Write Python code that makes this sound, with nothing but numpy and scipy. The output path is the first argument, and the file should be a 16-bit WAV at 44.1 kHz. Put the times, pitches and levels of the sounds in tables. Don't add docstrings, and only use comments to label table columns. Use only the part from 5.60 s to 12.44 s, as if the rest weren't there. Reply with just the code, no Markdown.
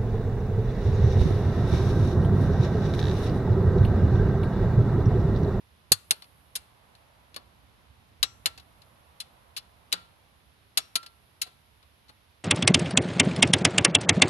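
import sys
import numpy as np
from scipy import signal
from scipy.fft import rfft, irfft
from scipy.io import wavfile
from scipy.ndimage import uniform_filter1d

SR = 44100
rng = np.random.default_rng(int(sys.argv[2]) if len(sys.argv) > 2 else 0)


def wav_out(sig):
    wavfile.write(sys.argv[1], SR, np.round(np.clip(np.atleast_2d(sig).T, -1, 1) * 32767).astype(np.int16))


N = 301624
SPAN = 2 ** 15
AGE = np.arange(SPAN) / SR
BINS = np.fft.rfftfreq(SPAN, 1 / SR)


def from_db(db):
    return 10 ** (np.asarray(db) / 20)


def rms_one(x):
    return x / np.sqrt(np.mean(x ** 2) + 1e-20)


def at_hz(points, hz):
    knots, *columns = np.transpose(points)
    return np.array([np.interp(np.log(hz + 1), np.log(knots), column) for column in columns])


def fade(t60, hold=0):
    return np.exp(-np.log(1000) * np.maximum(AGE - hold, 0) / t60)


def add(out, s, sound):
    start = max(round(s * SR), 0)
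    out[:, start:start + SPAN] += sound[..., :N - start]


def pair(mid, side, likeness):
    c = np.clip(likeness, -.99, .99)
    shared = np.sqrt((1 + c) / 2) * mid
    opposed = np.sqrt((1 - c) / 2) * side
    return shared + opposed * np.array([[1], [-1]])


# frequency in Hz, left minus right in dB.
AIR_BALANCE = [(60, -8), (180, -1), (520, -7), (1520, -1.5), (4480, -0.5), (13200, -15)]
# frequency in Hz, left-right likeness from -1 to 1.
AIR_LIKENESS = [(60, 1), (180, 0.41), (520, 0.26), (1520, -0.18), (4480, 0.19), (13200, -0.1)]


def ambient(spectrum):
    hz = np.fft.rfftfreq(N, 1 / SR)
    both = pair(*rfft(rng.standard_normal((2, N))), at_hz(AIR_LIKENESS, hz))
    colour_db = at_hz(spectrum, hz) + at_hz(AIR_BALANCE, hz) * np.array([[.5], [-.5]])
    return rms_one(irfft(both * from_db(colour_db), N))


def swelling(curve, colour):
    level_db = np.interp(np.arange(N) / SR, *np.transpose(curve))
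    return from_db(level_db) * ambient(colour)


# time in seconds, level in dB before the trim.
TRAFFIC = [(0.0, -72), (1.33, -62), (2.57, -68), (2.74, -64), (3.73, -61.5), (4.53, -64.5), (5.01, -74),
           (5.31, -68.5), (6.84, -81.5)]
# frequency in Hz, relative level in dB.
TRAFFIC_COLOUR = [(200, -15.5), (400, -9), (600, -2), (1000, 0), (1400, -6.5), (2500, -14.5), (5000, -30.5)]
# time in seconds, level in dB before the trim.
RUMBLE = [(0, -62.5), (0.5, -62), (1.5, -63), (2.8, -59), (3.3, -62), (6.84, -66)]
# frequency in Hz, relative level in dB.
RUMBLE_COLOUR = [(25, -29), (36, -22.5), (52, -7.5), (70, 0), (100, -4), (160, -9.5), (260, -15.5),
                 (450, -26), (1500, -47)]
# time in seconds, level in dB before the trim.
HISS = [(0.0, -76), (0.36, -77), (0.48, -67.5), (1.2, -76.5), (2.65, -78.5), (2.78, -73.5), (5.18, -77),
        (5.33, -73), (6.84, -77.5)]
# frequency in Hz, relative level in dB.
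HISS_COLOUR = [(4000, -26), (7500, -16.5), (9500, 3), (11500, 7), (13000, -7.5)]
# frequency in Hz, relative level in dB.
AIR = [(100, -7), (420, -1.5), (1000, 1), (1500, -1), (3600, -2.5), (5500, -11), (7500, -20.5),
       (13000, -29)]
AIR_DB = -65


def neighbourhood(traffic_db=-1, rumble_db=0, hiss_db=3.5):
    traffic = from_db(traffic_db) * swelling(TRAFFIC, TRAFFIC_COLOUR)
    rumble = from_db(rumble_db) * swelling(RUMBLE, RUMBLE_COLOUR)
    hiss = from_db(hiss_db) * swelling(HISS, HISS_COLOUR)
    air = from_db(AIR_DB) * ambient(AIR)
    return traffic + rumble + hiss + air


# start in seconds, level in dB before the stereo balance, frequency in Hz, t60 in seconds.
THUMPS = [(.319, -36, 98, 0.16), (0.317, -26, 130, 0.072), (.319, -23.5, 240, 0.023),
          (.319, -19, 400, 0.019), (0.317, -19.5, 534.5, .025), (.319, -22, 799.7, 0.023),
          (1.765, -36.5, 617, 0.031), (2.629, -48, 102.5, 0.13), (2.6, -47, 55, 0.32),
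          (4.34, -51, 178, 0.36), (5.862, -50.5, 730, 0.1)]


def low_thumps(left_db=-12, right_db=3, rise_s=0.00036):
    out = np.zeros((2, N))
    for s, db, hz, t60 in THUMPS:
        envelope = fade(t60) * (1 - np.exp(-AGE / rise_s))
        add(out, s, from_db(db) * envelope * np.sin(2 * np.pi * hz * AGE))
    return out * from_db([[left_db], [right_db]])


def coloured(x, gain):
    cepstrum = irfft(np.log(gain + 1e-9))
    cepstrum[..., 1:SPAN // 2] *= 2
    cepstrum[..., SPAN // 2 + 1:] = 0
    return irfft(rfft(x) * np.exp(rfft(cepstrum)))


def scatter(likeness):
    return pair(*rng.standard_normal((2, SPAN)), likeness)


# frequency in Hz, width in Hz, peak height in dB before the spread from blow to blow.
HEAD = [(2710, 70, 5), (2950, 80, 5), (3450, 60, 7), (3700, 70, 4), (3980, 70, 6), (4160, 70, 5),
        (4375, 60, 7), (4650, 60, 6), (5115, 65, 7), (6770, 70, 6), (7610, 65, 8), (8730, 55, 6),
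        (8990, 60, 6), (10035, 55, 7), (10445, 60, 7), (11990, 90, 6)]


def head_db(spread=0.13):
    total_db = 0
    for hz, width, db in HEAD:
        height_db = db * (1 + spread * rng.standard_normal())
        total_db = total_db + height_db / (1 + (2 * (BINS - hz) / width) ** 2)
    return total_db


def ripple_db(depth_db=1.67, size=70):
    ripple = rng.standard_normal(len(BINS))
    for _ in range(2):
        ripple = uniform_filter1d(ripple, size=size)
    return depth_db * rms_one(ripple)


# frequency in Hz, left relative level in dB, right relative level in dB.
STEEL = [(100, -39.5, -31), (412.4, -30.5, -27.5), (750, -36, -26), (1181, -17.5, -28),
         (2120, -20.5, -26.5), (3130, -19.5, -21), (3630, -15.5, -23), (4040, -10, -26), (4690, -15, -24.5),
         (6820, -28, -29.5), (8600, -23.5, -24), (9900, -25.5, -20), (11400, -24.5, -16.5),
         (13000, -33.5, -23)]
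# low edge in Hz, high edge in Hz, crack offset in dB, rise constant in seconds,
# t60 of the chatter in seconds, echo offset in dB.
BANDS = [(20, 980, -3, 0.0026, 0.07, 10), (909.7, 2000, -5.5, 0.0045, 0.062, 3),
         (2012, 3200, 3, .0007, 0.052, 4), (3740, 7900, 1, .0006, 0.049, -5),
         (6300, 35000, 1, 0.0012, 0.032, -9)]


def contact(chatter_s, first_db, bass_db, treble_db, bay_db, crack_t60=0.0075, bay_t60=0.35,
            bass_hz=1700, treble_hz=6000, grain_db=2, left_lead_s=.00033):
    wander = rms_one(uniform_filter1d(rng.standard_normal(SPAN), size=50))
    grain = from_db(grain_db * wander)
    noises = rfft([scatter(likeness=0.56), scatter(likeness=.2)])
    blow = 0
    for low_hz, high_hz, crack_db, rise_s, t60, echo_db in BANDS:
        too_high = 1 + (BINS / high_hz) ** 10
        too_low = 1 + (low_hz / (BINS + 1)) ** 10
        near, far = irfft(noises / np.sqrt(too_high * too_low))
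        crack = from_db(first_db + crack_db) * fade(crack_t60)
        chatter = grain * fade(t60, chatter_s)
        bay = far * from_db(bay_db + echo_db) * fade(bay_t60)
        blow = blow + (near * (crack + chatter) + bay) * (1 - np.exp(-AGE / rise_s))
    blow[1] = np.interp(AGE - left_lead_s, AGE, blow[1], left=0)
    bass_shelf = bass_db / (1 + (BINS / bass_hz) ** 4)
    treble_shelf = treble_db * (1 - 1 / (1 + (BINS / treble_hz) ** 8))
    colour_db = at_hz(STEEL, BINS) + bass_shelf + treble_shelf + head_db() + ripple_db()
    return rms_one(coloured(blow, from_db(colour_db)))


def ring(modes, spread_db, phase_spread=0.94):
    out = 0
    for hz, db, t60, pan_db in modes:
        phase = phase_spread * rng.standard_normal((2, 1))
        balance_db = np.array([[pan_db / 2], [-pan_db / 2]])
        gain = from_db(db + spread_db * rng.standard_normal() + balance_db)
        out = out + gain * fade(t60) * np.sin(2 * np.pi * hz * AGE + phase)
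    return out


# frequency in Hz, relative level in dB, t60 in seconds, left minus right in dB.
BAR = [(1351, 0, .34, -7), (1384, -8, .3, 0), (1895, -8, .22, 10), (2616, -18, .25, 0), (2864, -4, .13, 5),
       (3210, -3, .13, 0), (4657, -17, .28, 2)]
# frequency in Hz, relative level in dB, t60 in seconds, left minus right in dB.
SOCKET = [(3402, -9, .23, 3), (4280, -13, .25, 4), (5464, -1, .28, 8), (6013, -3.5, .36, 4),
          (7434, -12, .42, 4), (7650, -12, .32, 4), (10200, -20, .35, -2)]


def strike(chatter_s, first_db, bass_db, treble_db, bay_db, bar_db, socket_db, pan_db, contact_db=-12.0):
    crack_gain = from_db(contact_db + treble_db / 2)
    crack = crack_gain * contact(chatter_s, first_db, bass_db, treble_db, bay_db)
    bar = from_db(bar_db) * ring(BAR, spread_db=3)
    socket = from_db(socket_db) * ring(SOCKET, spread_db=1.5)
    return (crack + bar + socket) * from_db([[pan_db / 2], [-pan_db / 2]])


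# start in seconds, relative level in dB, chatter in seconds, first crack in dB, treble in dB,
# left minus right in dB, bar ring in dB, socket ring in dB (the rings relative to the row's level).
CLICKS = [(0.319, -18.5, 0.0039, 19, 12, 0.5, -35.5, -43), (0.508, -21, 0.0026, 19, 2, -3.5, -37.5, -46),
          (2.6286, -20.5, .0045, 14, -1.5, -0.5, -33.5, -23),
          (2.8578, -23.5, 0.0017, 8.5, -1, -3, -26.5, -43),
          (5.173, -24, 0.0041, 2.5, 3.5, -3, -31.5, -25.5),
          (5.355, -25.5, 0.0041, 6, 0.5, -0.5, -15.5, -45.5)]


def wrench():
    out = np.zeros((2, N))
    for s, db, chatter_s, first_db, treble_db, pan_db, bar_db, socket_db in CLICKS:
        click = strike(chatter_s, first_db, bass_db=0.4, treble_db=treble_db, bay_db=-28.5,
                       bar_db=bar_db, socket_db=socket_db, pan_db=pan_db)
        add(out, s, from_db(db) * click)
    return out


# start in seconds, relative level in dB, chatter in seconds, bass in dB.
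TICKS = [(0.6209, -47.5, 0.0031, 5.5), (0.6414, -57.5, .002, 12.5), (1.351, -59, .001, 0.5),
         (1.743, -49.5, .002, 7), (2.976, -48, 0.0042, 6), (2.997, -53.5, .0028, 9), (3.218, -57, .003, -2),
         (4.319, -43.5, .0011, -2), (5.429, -48.5, .0032, 11), (5.462, -46.5, 0.0025, 2),
         (5.865, -53, 0.011, 14), (6.227, -61, 0.0034, 14), (6.482, -60, 0.01, 3.5),
         (6.492, -52, .0055, 14.5)]


def handling():
    out = np.zeros((2, N))
    for s, db, chatter_s, bass_db in TICKS:
        tick = strike(chatter_s, first_db=5.5, bass_db=bass_db, treble_db=-5.5, bay_db=-21,
                      bar_db=-33, socket_db=-43, pan_db=-4.5)
        add(out, s, from_db(db) * tick)
    return out


# start in seconds, relative level in dB, chatter in seconds, first crack in dB,
# bass in dB, treble in dB.
KNOCKS = [(0.953, -35.5, 0.0064, -16, -1.5, 6.5), (1.762, -39.5, 0.0027, 9.5, 12.5, -1.5),
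          (3.6009, -37, 0.0054, -4.5, -12, -1.5), (3.9646, -34.5, 0.014, -5.5, -7, -2.5),
          (4.3259, -24, 0.0037, 10.5, 2.5, -1.5), (5.815, -31, 0.0072, -14.5, -10, 3)]
BAR_DB_PER_DB = 0.86


def socket_knocks(bar_db=-26.0):
    out = np.zeros((2, N))
    usual_db = np.mean([row[1] for row in KNOCKS])
    for s, db, chatter_s, first_db, bass_db, treble_db in KNOCKS:
        ring_db = bar_db + BAR_DB_PER_DB * (db - usual_db)
        knock = strike(chatter_s, first_db, bass_db, treble_db, bay_db=-22.5,
                       bar_db=ring_db, socket_db=-41, pan_db=-2.5)
        add(out, s, from_db(db) * knock)
    return out


def scene():
    return neighbourhood() + low_thumps() + wrench() + handling() + socket_knocks()


def record(dry, ceiling=.62, cutoff_hz=13100):
    rounded = ceiling * np.tanh(dry / ceiling)
    steep_cut = signal.ellip(10, .3, 70, cutoff_hz, fs=SR, output="sos")
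    return signal.sosfilt(steep_cut, rounded)


dry = scene()
out = record(dry)
wav_out(out)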